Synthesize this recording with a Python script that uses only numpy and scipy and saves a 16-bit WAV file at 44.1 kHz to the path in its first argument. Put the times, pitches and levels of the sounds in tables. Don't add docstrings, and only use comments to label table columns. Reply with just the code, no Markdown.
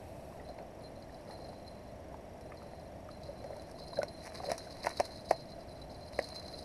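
import sys
import numpy as np
from scipy import signal
from scipy.io import wavfile
from scipy.ndimage import uniform_filter1d

SR = 44100
rng = np.random.default_rng(int(sys.argv[2]) if len(sys.argv) > 2 else 0)


def transcribe(u):
    v = np.clip(np.atleast_2d(u).T, -1, 1)
    q = np.round(v * 32767).astype(np.int16)
    wavfile.write(sys.argv[1], SR, q)


N = 292824
T = np.arange(N) / SR

# (frequency [Hz], level [dB])
CRACK_EQ = [(2500, -42), (3600, -3.5), (4300, 5.5), (5600, 9), (7400, -5.5), (8700, 1), (10500, 2.5),
            (12500, -11), (15000, -24)]
# (frequency [Hz], level [dB])
BODY_EQ = [(300, -34), (700, 1), (1000, 10), (1400, 1), (1900, 7.5), (2500, 1.5), (3200, -12.5),
           (5000, -79)]
# (frequency [Hz], level [dB])
CHATTER_EQ = [(3200, -19.5), (3700, -6), (4000, 8), (4600, 6), (5100, 6), (5700, -8.5), (6500, -5.5),
              (7400, -22), (8400, -8), (9400, -16), (10000, -7), (10700, -17), (12000, -17), (15000, -29)]


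def gain_of(db):
    return 10 ** (np.asarray(db) / 20)


def unit_rms(x):
    return x / np.sqrt(np.mean(x ** 2) + 1e-20)


def add(mix, start, sound):
    part = mix[max(round(start * SR), 0):][:len(sound)]
    part += sound[:len(part)]


def excite(x, response):
    return signal.oaconvolve(x, response / np.linalg.norm(response))[:len(x)]


def colour(x, eq, size=4096):
    hz, db = np.transpose(eq)
    bin_hz = abs(np.fft.fftfreq(size, 1 / SR)) + 1
    log_gain = np.log(gain_of(np.interp(np.log(bin_hz), np.log(hz), db)))
    spectrum = np.exp(np.conj(signal.hilbert(log_gain)))
    return excite(x, np.fft.ifft(spectrum).real[:size // 2])


def grains(per_s, spread_db, count=N):
    size = gain_of(spread_db * np.minimum(rng.exponential(1, count), 4))
    return unit_rms(size * rng.choice([-1, 1], count) * (rng.random(count) < per_s / SR))


def flutter(smooth_samples, count=N):
    return unit_rms(uniform_filter1d(rng.standard_normal(count), size=smooth_samples))


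def ring(hz, db, t60, t):
    return gain_of(db - 60 * t / max(t60, 1e-3)) * np.sin(2 * np.pi * hz * t)


def night(drone_db=-49, hiss_db=-64, hum_db=-67, hum_hz=60, first_hiss_db=-69, first_hiss_ends_s=0.41):
    # (frequency [Hz], level [dB])
    drone_eq = [(20, -5), (40, -4.5), (65, 4.5), (110, 1.5), (170, -0.5), (300, -2), (440, -5), (560, -0.5),
                (655, 4), (790, -7), (930, -10.5), (1100, -20), (1350, -47)]
    # (frequency [Hz], level [dB])
    hiss_eq = [(700, -6.5), (1100, 4), (1400, -1), (1900, 2), (2500, -3.5), (3200, -8.5), (4200, -9.5),
               (5200, -9.5), (7200, -16.5), (8300, -15), (10000, -16.5), (12000, -17.5), (13500, -43),
               (15000, -34)]
    # (frequency [Hz], level [dB])
    first_hiss_eq = [(1800, -29), (2600, 9), (3200, -12), (4100, 1), (5000, -6), (7400, -9), (8200, 1),
                     (9000, -16), (9900, 1), (10600, -7), (11400, -1), (12500, -12), (15000, -12)]
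    drone = gain_of(drone_db) * colour(rng.standard_normal(N), drone_eq)
    hiss = gain_of(hiss_db) * colour(rng.standard_normal(N), hiss_eq)
    first_hiss = gain_of(first_hiss_db) * colour(rng.standard_normal(N), first_hiss_eq)
    fade_out = np.clip((first_hiss_ends_s - T) / 0.05, 0, 1)
    hum = gain_of(hum_db) * np.sqrt(2) * np.sin(2 * np.pi * hum_hz * T)
    return drone + hiss + hum + first_hiss * fade_out


def whine(chirps_per_s=23.97, first_s=0.0016, top_hz=5660, sag_hz=330, width_s=0.004, level_db=-67):
    t = (((T - first_s) * chirps_per_s + 0.5) % 1 - 0.5) / chirps_per_s
    phase = 2 * np.pi * (top_hz * t - sag_hz * t ** 3 / (3 * (2 * width_s) ** 2))
    swell = np.exp(-0.5 * (t / width_s) ** 2)
    octave = gain_of(-4) * swell * np.sin(2 * phase)
    return gain_of(level_db) * swell * (np.sin(phase) + octave)


def twig_taps(t60=0.022, overtone_ratio=1.38, overtone_db=-9, attack_s=0.0013, grit=0.27):
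    # (time [s], level [dB], pitch [Hz])
    taps = [(0.324, -40.5, 1050), (0.398, -41.5, 1930), (0.5853, -37, 920), (1.094, -45.5, 1820),
            (1.2993, -32, 830), (1.3874, -39, 870), (1.4656, -44, 910), (1.5294, -39, 890),
            (2.142, -32, 880), (2.5202, -38.5, 1220), (2.6184, -41.5, 1250), (3.0884, -37, 1250),
            (3.5633, -38, 907), (3.7843, -43, 1070), (3.932, -34, 995), (3.9719, -34.5, 1620),
            (4.017, -27, 1466), (4.3997, -34.5, 1110), (4.4338, -34, 900), (4.671, -43, 1570),
            (4.8678, -18, 946), (5.001, -29, 1000), (5.3102, -21.5, 970)]
    out, t = np.zeros(N), np.arange(SR // 12) / SR
    for start, db, hz in taps:
        tap = ring(hz, db, t60, t) + ring(hz * overtone_ratio, db + overtone_db, t60 / 2, t)
        bark = 1 + grit * flutter(40, len(t))
        add(out, start, tap * bark * (1 - np.exp(-t / attack_s)))
    return out


def soil_shuffles(grains_per_s=900):
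    # (centre time [s], half length [s], level [dB])
    shuffles = [(0.4, 0.029, -47.5), (0.499, 0.022, -50), (0.607, 0.026, -46), (1.316, 0.059, -52),
                (1.46, 0.095, -53), (2.116, 0.023, -53), (3.516, 0.12, -52), (3.982, 0.013, -42),
                (4.47, 0.069, -46), (5.313, 0.007, -33), (6.522, 0.08, -52.5)]
    # (frequency [Hz], level [dB])
    soil_eq = [(100, -13.5), (200, 2.5), (320, -11), (430, 1.5), (620, 6.5), (800, 1), (1050, -19),
               (1400, -14.5), (1900, -24), (3000, -45)]
    weight = sum(gain_of(db) * np.exp(-((T - centre) / half) ** 2) for centre, half, db in shuffles)
    return colour(weight * grains(grains_per_s, spread_db=3), soil_eq)


def tackle_shaking(attack_s=0.0045, release_s=0.031, swing_db=2.5):
    # (time [s], hold [s], level [dB], pressed parts relative to free [dB])
    shakes = [(0.423, .09, -62.5, -9), (0.806, .04, -60, -8), (0.95, 0.018, -65, -11),
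              (1.098, 0.11, -66.5, -4.5), (1.27, 0.29, -60.5, -5.5), (1.643, 0.045, -56.5, -17),
              (1.745, 0.14, -71, -8), (2.407, .05, -64, -15), (2.55, 0.29, -67, -7),
              (3.097, 0.028, -56.5, -18), (3.214, 0.068, -61.5, -4.5), (3.344, 0.45, -65, -6.5),
              (3.767, 0.17, -60, -4), (3.926, 0.093, -53.5, -14), (4.076, 0.048, -53, -14),
              (4.175, .11, -53.5, -11), (4.338, 0.2, -51.5, -3), (4.578, 0.29, -59.5, -0.5),
              (4.825, 0.11, -58, 0), (4.951, 0.048, -49, -4), (5.037, 0.38, -56.5, -2.5),
              (5.45, 0.17, -64, -0.5), (5.679, 0.027, -54.5, -6), (5.76, 0.083, -66, -4),
              (5.892, .19, -61.5, -1), (6.129, 0.12, -56.5, 1.5), (6.223, 0.34, -53.5, -3.5),
              (6.551, .11, -58.5, -1.5)]
    free, pressed = np.zeros(N), np.zeros(N)
    for start, hold, db, pressed_db in shakes:
        t = np.arange(0, hold + 6 * release_s, 1 / SR)
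        attack = np.minimum(t / attack_s, 1)
        release = np.exp(-np.maximum(t - hold, 0) / release_s)
        force = gain_of(db) * attack * release
        add(free, start, force)
        add(pressed, start, gain_of(pressed_db) * force)
    swing = unit_rms(gain_of(swing_db * np.clip(flutter(1100), -2, 1)))
    return free * swing, pressed * swing


def tackle_strike(hz, t, attack_s=0.0019, choke_s=0.03, detune=0.0049, spread_db=2):
    # (pitch ratio, level [dB], t60 [s])
    modes = [(1.001, -5, 0.071), (1.032, -15, 0.021), (1.14, -32, 0.0068), (1.23, -7, 0.0045),
             (2.26, -24, 0.015), (2.64, -24, 0.026)]
    tone = np.zeros(len(t))
    for ratio, db, t60 in modes:
        pitch_draw, level_draw = rng.standard_normal(2)
        tone += ring(hz * ratio * (1 + detune * pitch_draw), db + spread_db * level_draw, t60, t)
    return tone * (1 - np.exp(-t / attack_s)) * np.exp(-(t / choke_s) ** 4)


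def tackle_rattle(free, pressed, pitch_hz=4077, detune=0.018, ring_db=-4, chatter_db=-2, clump_db=4.5):
    ringing, t = np.zeros(N), np.arange(SR // 8) / SR
    pitches = pitch_hz * (1 + detune * np.linspace(-1, 1, 6))
    for hz in pitches:
        tone = tackle_strike(hz, t)
        ringing += excite(free * grains(per_s=25, spread_db=3), tone)
    clumps = unit_rms(gain_of(clump_db * flutter(500)))
    chatter = colour(pressed * clumps * grains(per_s=1000, spread_db=1.2), CHATTER_EQ)
    return gain_of(ring_db) * ringing / np.sqrt(len(pitches)) + gain_of(chatter_db) * chatter


def tackle_tinkle(free, level_db=-49.5, growth=0.44, attack_s=0.00051):
    # (frequency [Hz], level [dB], t60 [s])
    high_modes = [(9210, -7, 0.058), (9340, -5, 0.016), (9640, -8.5, .035), (10500, -10.5, 0.027),
                  (10800, -5, 0.031)]
    out, t = np.zeros(N), np.arange(SR // 8) / SR
    force = gain_of(level_db) * free ** growth
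    for hz, db, t60 in high_modes:
        tone = ring(hz, 0, t60, t) * (1 - np.exp(-t / attack_s))
        out += gain_of(db) * excite(force * grains(per_s=20, spread_db=2), tone)
    return out


def tackle_clinks(ring_db=-2, skid_db=-10, skid_s=0.0049):
    # (time [s], level [dB], pitch [Hz])
    clinks = [(0.4885, -43.5, 4130), (0.5824, -52, 4180), (0.837, -50, 4200), (1.0237, -48.5, 4120),
              (1.1435, -47, 4060), (1.3096, -42.5, 4200), (1.443, -45, 4110), (1.6766, -42.5, 4100),
              (2.571, -48, 4130), (2.796, -50.5, 4100), (3.1127, -46.5, 4120), (3.2336, -39.5, 3980),
              (3.5964, -46.5, 4070), (3.9884, -38.5, 4080), (4.082, -39.5, 4150), (4.3597, -40, 4270),
              (4.454, -35.5, 4070), (4.499, -35.5, 3920), (4.706, -40, 4170), (4.8354, -39, 4160),
              (4.9063, -33.5, 4060), (4.9782, -34, 3930), (5.051, -39.5, 4180), (5.1177, -41.5, 4100),
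              (5.397, -50, 4130), (5.5183, -45, 4100), (5.8157, -41.5, 4000), (5.9442, -44, 4020),
              (6.008, -53, 4160), (6.242, -35, 4050), (6.3588, -32, 4130), (6.3964, -35.5, 4030),
              (6.48, -35.5, 4130)]
    out, t = np.zeros(N), np.arange(SR // 8) / SR
    for start, db, hz in clinks:
        contacts = grains(per_s=4900, spread_db=1.1, count=len(t))
        skid = colour(contacts, CHATTER_EQ) * np.exp(-t / skid_s)
        add(out, start, gain_of(db + ring_db) * tackle_strike(hz, t) + gain_of(db + skid_db) * skid)
    return out


def twig_snaps(crack_trim_db=-5, fibres_per_s=9000, lag_s=0.0008):
    # (time [s], crack level [dB], body level [dB], decay [s])
    snaps = [(0.587, -76, -52.5, 0.003), (1.307, -62, -55, 0.002), (2.409, -57, -65, 0.0029),
             (2.519, -68, -51.5, 0.0035), (3.44, -58, -54.5, 0.0035), (3.566, -52, -64, 0.0019),
             (3.619, -52, -61, 0.0021), (3.7135, -50.5, -71, 0.0017), (3.881, -53, -70, 0.002),
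             (4.03, -40, -43.5, 0.0026), (4.494, -46, -52, 0.0024), (4.5145, -54, -49, 0.0024),
             (4.5158, -33, -41, 0.0022), (4.579, -41, -52, 0.0038), (4.768, -53, -60, 0.0024),
             (4.841, -45, -44.5, 0.0017), (4.8594, -46, -38, 0.0019), (4.8617, -39.5, -42, 0.0015),
             (4.8671, -42, -31.5, 0.0019), (4.892, -42, -57, 0.0022), (4.97, -46, -53, 0.0028),
             (4.999, -35, -43.5, 0.0031), (5.053, -44, -55, 0.0024), (5.3074, -38.5, -38, 0.005),
             (6.188, -42.5, -40.5, 0.0022), (6.242, -50, -60, 0.0028), (6.288, -44, -64, 0.0018)]
    crack, body, t = np.zeros(N), np.zeros(N), np.arange(SR // 25) / SR
    for start, crack_db, body_db, decay in snaps:
        fade = np.exp(-t / decay)
        fade_rms = np.sqrt(np.mean(fade ** 2))
        for layer, db in (crack, crack_db + crack_trim_db), (body, body_db):
            fibres = grains(fibres_per_s, spread_db=3, count=len(t))
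            burst = unit_rms(fade * fibres) * fade_rms
            add(layer, start + lag_s, 2 * gain_of(db) * burst)
    return colour(crack, CRACK_EQ) + colour(body, BODY_EQ)


def litter_crunch(body_trim_db=-3):
    # (centre time [s], half length [s], crackle level [dB], body level [dB])
    scrapes = [(1.24, 0.051, -75, -63), (1.322, 0.017, -71, -55), (3.46, .2, -76, -71),
               (3.692, 0.015, -68, -60), (4.263, 0.025, -55.5, -52), (4.352, 0.012, -62, -65),
               (4.48, 0.34, -66, -58), (4.518, 0.022, -56, -43), (4.861, 0.016, -55, -48),
               (4.905, .015, -66, -52), (5.002, 0.0078, -61, -40), (5.02, 0.18, -67, -60),
               (5.062, .008, -61, -60), (6.129, 0.0046, -61, -56), (6.193, 0.005, -59, -41),
               (6.38, 0.27, -76, -61)]
    crackle_envelope, body_envelope = np.zeros(N), np.zeros(N)
    for centre, half, crackle_db, body_db in scrapes:
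        stroke = np.exp(-((T - centre) / half) ** 2)
        crackle_envelope += gain_of(crackle_db) * stroke
        body_envelope += gain_of(body_db + body_trim_db) * stroke
    crackle = colour(crackle_envelope * grains(per_s=1400, spread_db=4), CRACK_EQ)
    body = colour(body_envelope * grains(per_s=500, spread_db=4), BODY_EQ)
    return crackle + body


def stick_knocks(bend_hz=1920, bend_t60=0.0051, bend_lag_s=0.00036):
    # (time [s], peak [dB], pitch [Hz], attack [s], base t60 [s], bend relative to peak [dB])
    knocks = [(2.734, -38, 675, 0.0011, 0.017, -15), (3.285, -36, 570, 0.0037, 0.086, -20),
              (3.443, -35, 565, 0.00082, 0.043, -21), (3.505, -35.5, 610, .001, 0.032, -28),
              (3.532, -36.5, 590, 0.0016, 0.022, -13), (3.987, -21.5, 593, .008, 0.023, -36),
              (4.000, -31.5, 653, 0.0015, 0.04, -32), (4.031, -25.5, 603, 0.00057, 0.032, -23),
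              (4.402, -36, 670, 0.00085, 0.022, -20), (4.4385, -33.5, 690, 0.00045, 0.048, -16),
              (4.457, -38, 573, 0.0022, 0.061, -30), (4.472, -35, 534, .002, 0.017, -26),
              (4.485, -29, 578, 0.004, .035, -28), (4.500, -28, 586, 0.0015, 0.022, -22),
              (4.517, -23, 671, 0.00018, 0.059, -14), (4.522, -45, 755, 0.0014, 0.031, -12),
              (4.847, -30.5, 593, 0.00059, .02, -4), (4.859, -29.5, 586, 0.00057, 0.015, -15),
              (4.868, -22, 674, 0.00088, 0.029, -16), (4.999, -18, 585, 0.00043, 0.016, -12.5),
              (5.0045, -19.5, 662, 0.0013, 0.024, -33), (5.3102, -11.5, 678, 0.00093, 0.015, -24.5),
              (6.1902, -18, 587, 0.0026, 0.01, -7)]
    # (pitch ratio, level [dB], t60 ratio)
    modes = [(1, 10.5, 0.83), (.32, -16, 0.4), (.68, -12.5, 0.92), (1.32, -10, 0.5), (1.62, -30, 0.33)]
    out, t = np.zeros(N), np.arange(SR // 10) / SR
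    bend = ring(bend_hz, 0, bend_t60, t) * t
    for start, db, hz, attack, t60, bend_db in knocks:
        blow = sum(ring(hz * ratio, mode_db, t60 * life, t) for ratio, mode_db, life in modes)
        blow *= (1 - np.exp(-t / attack)) ** 2
        add(out, start, gain_of(db) * blow / abs(blow).max())
        add(out, start + bend_lag_s, gain_of(db + bend_db) * bend / abs(bend).max())
    return out


def bank_scatter(x, wet_db=-13, t60=0.11, predelay_s=0.003):
    t = np.arange(SR // 5) / SR
    reflections = grains(per_s=3000, spread_db=0, count=len(t))
    tail = reflections * gain_of(-60 * t / t60) * (t > predelay_s)
    return x + gain_of(wet_db) * excite(x, tail)


def scene():
    steps = stick_knocks() + twig_snaps() + twig_taps() + litter_crunch() + soil_shuffles()
    free, pressed = tackle_shaking()
    tackle = tackle_clinks() + tackle_rattle(free, pressed) + tackle_tinkle(free)
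    return (bank_scatter(steps + tackle) + night() + whine())[None]


def record(dry, cutoff_hz=15250):
    lowpass = signal.firwin(511, cutoff_hz, window=("kaiser", 9), fs=SR)
    return signal.oaconvolve(dry, lowpass[None], "same")


dry = scene()
out = record(dry)
transcribe(out)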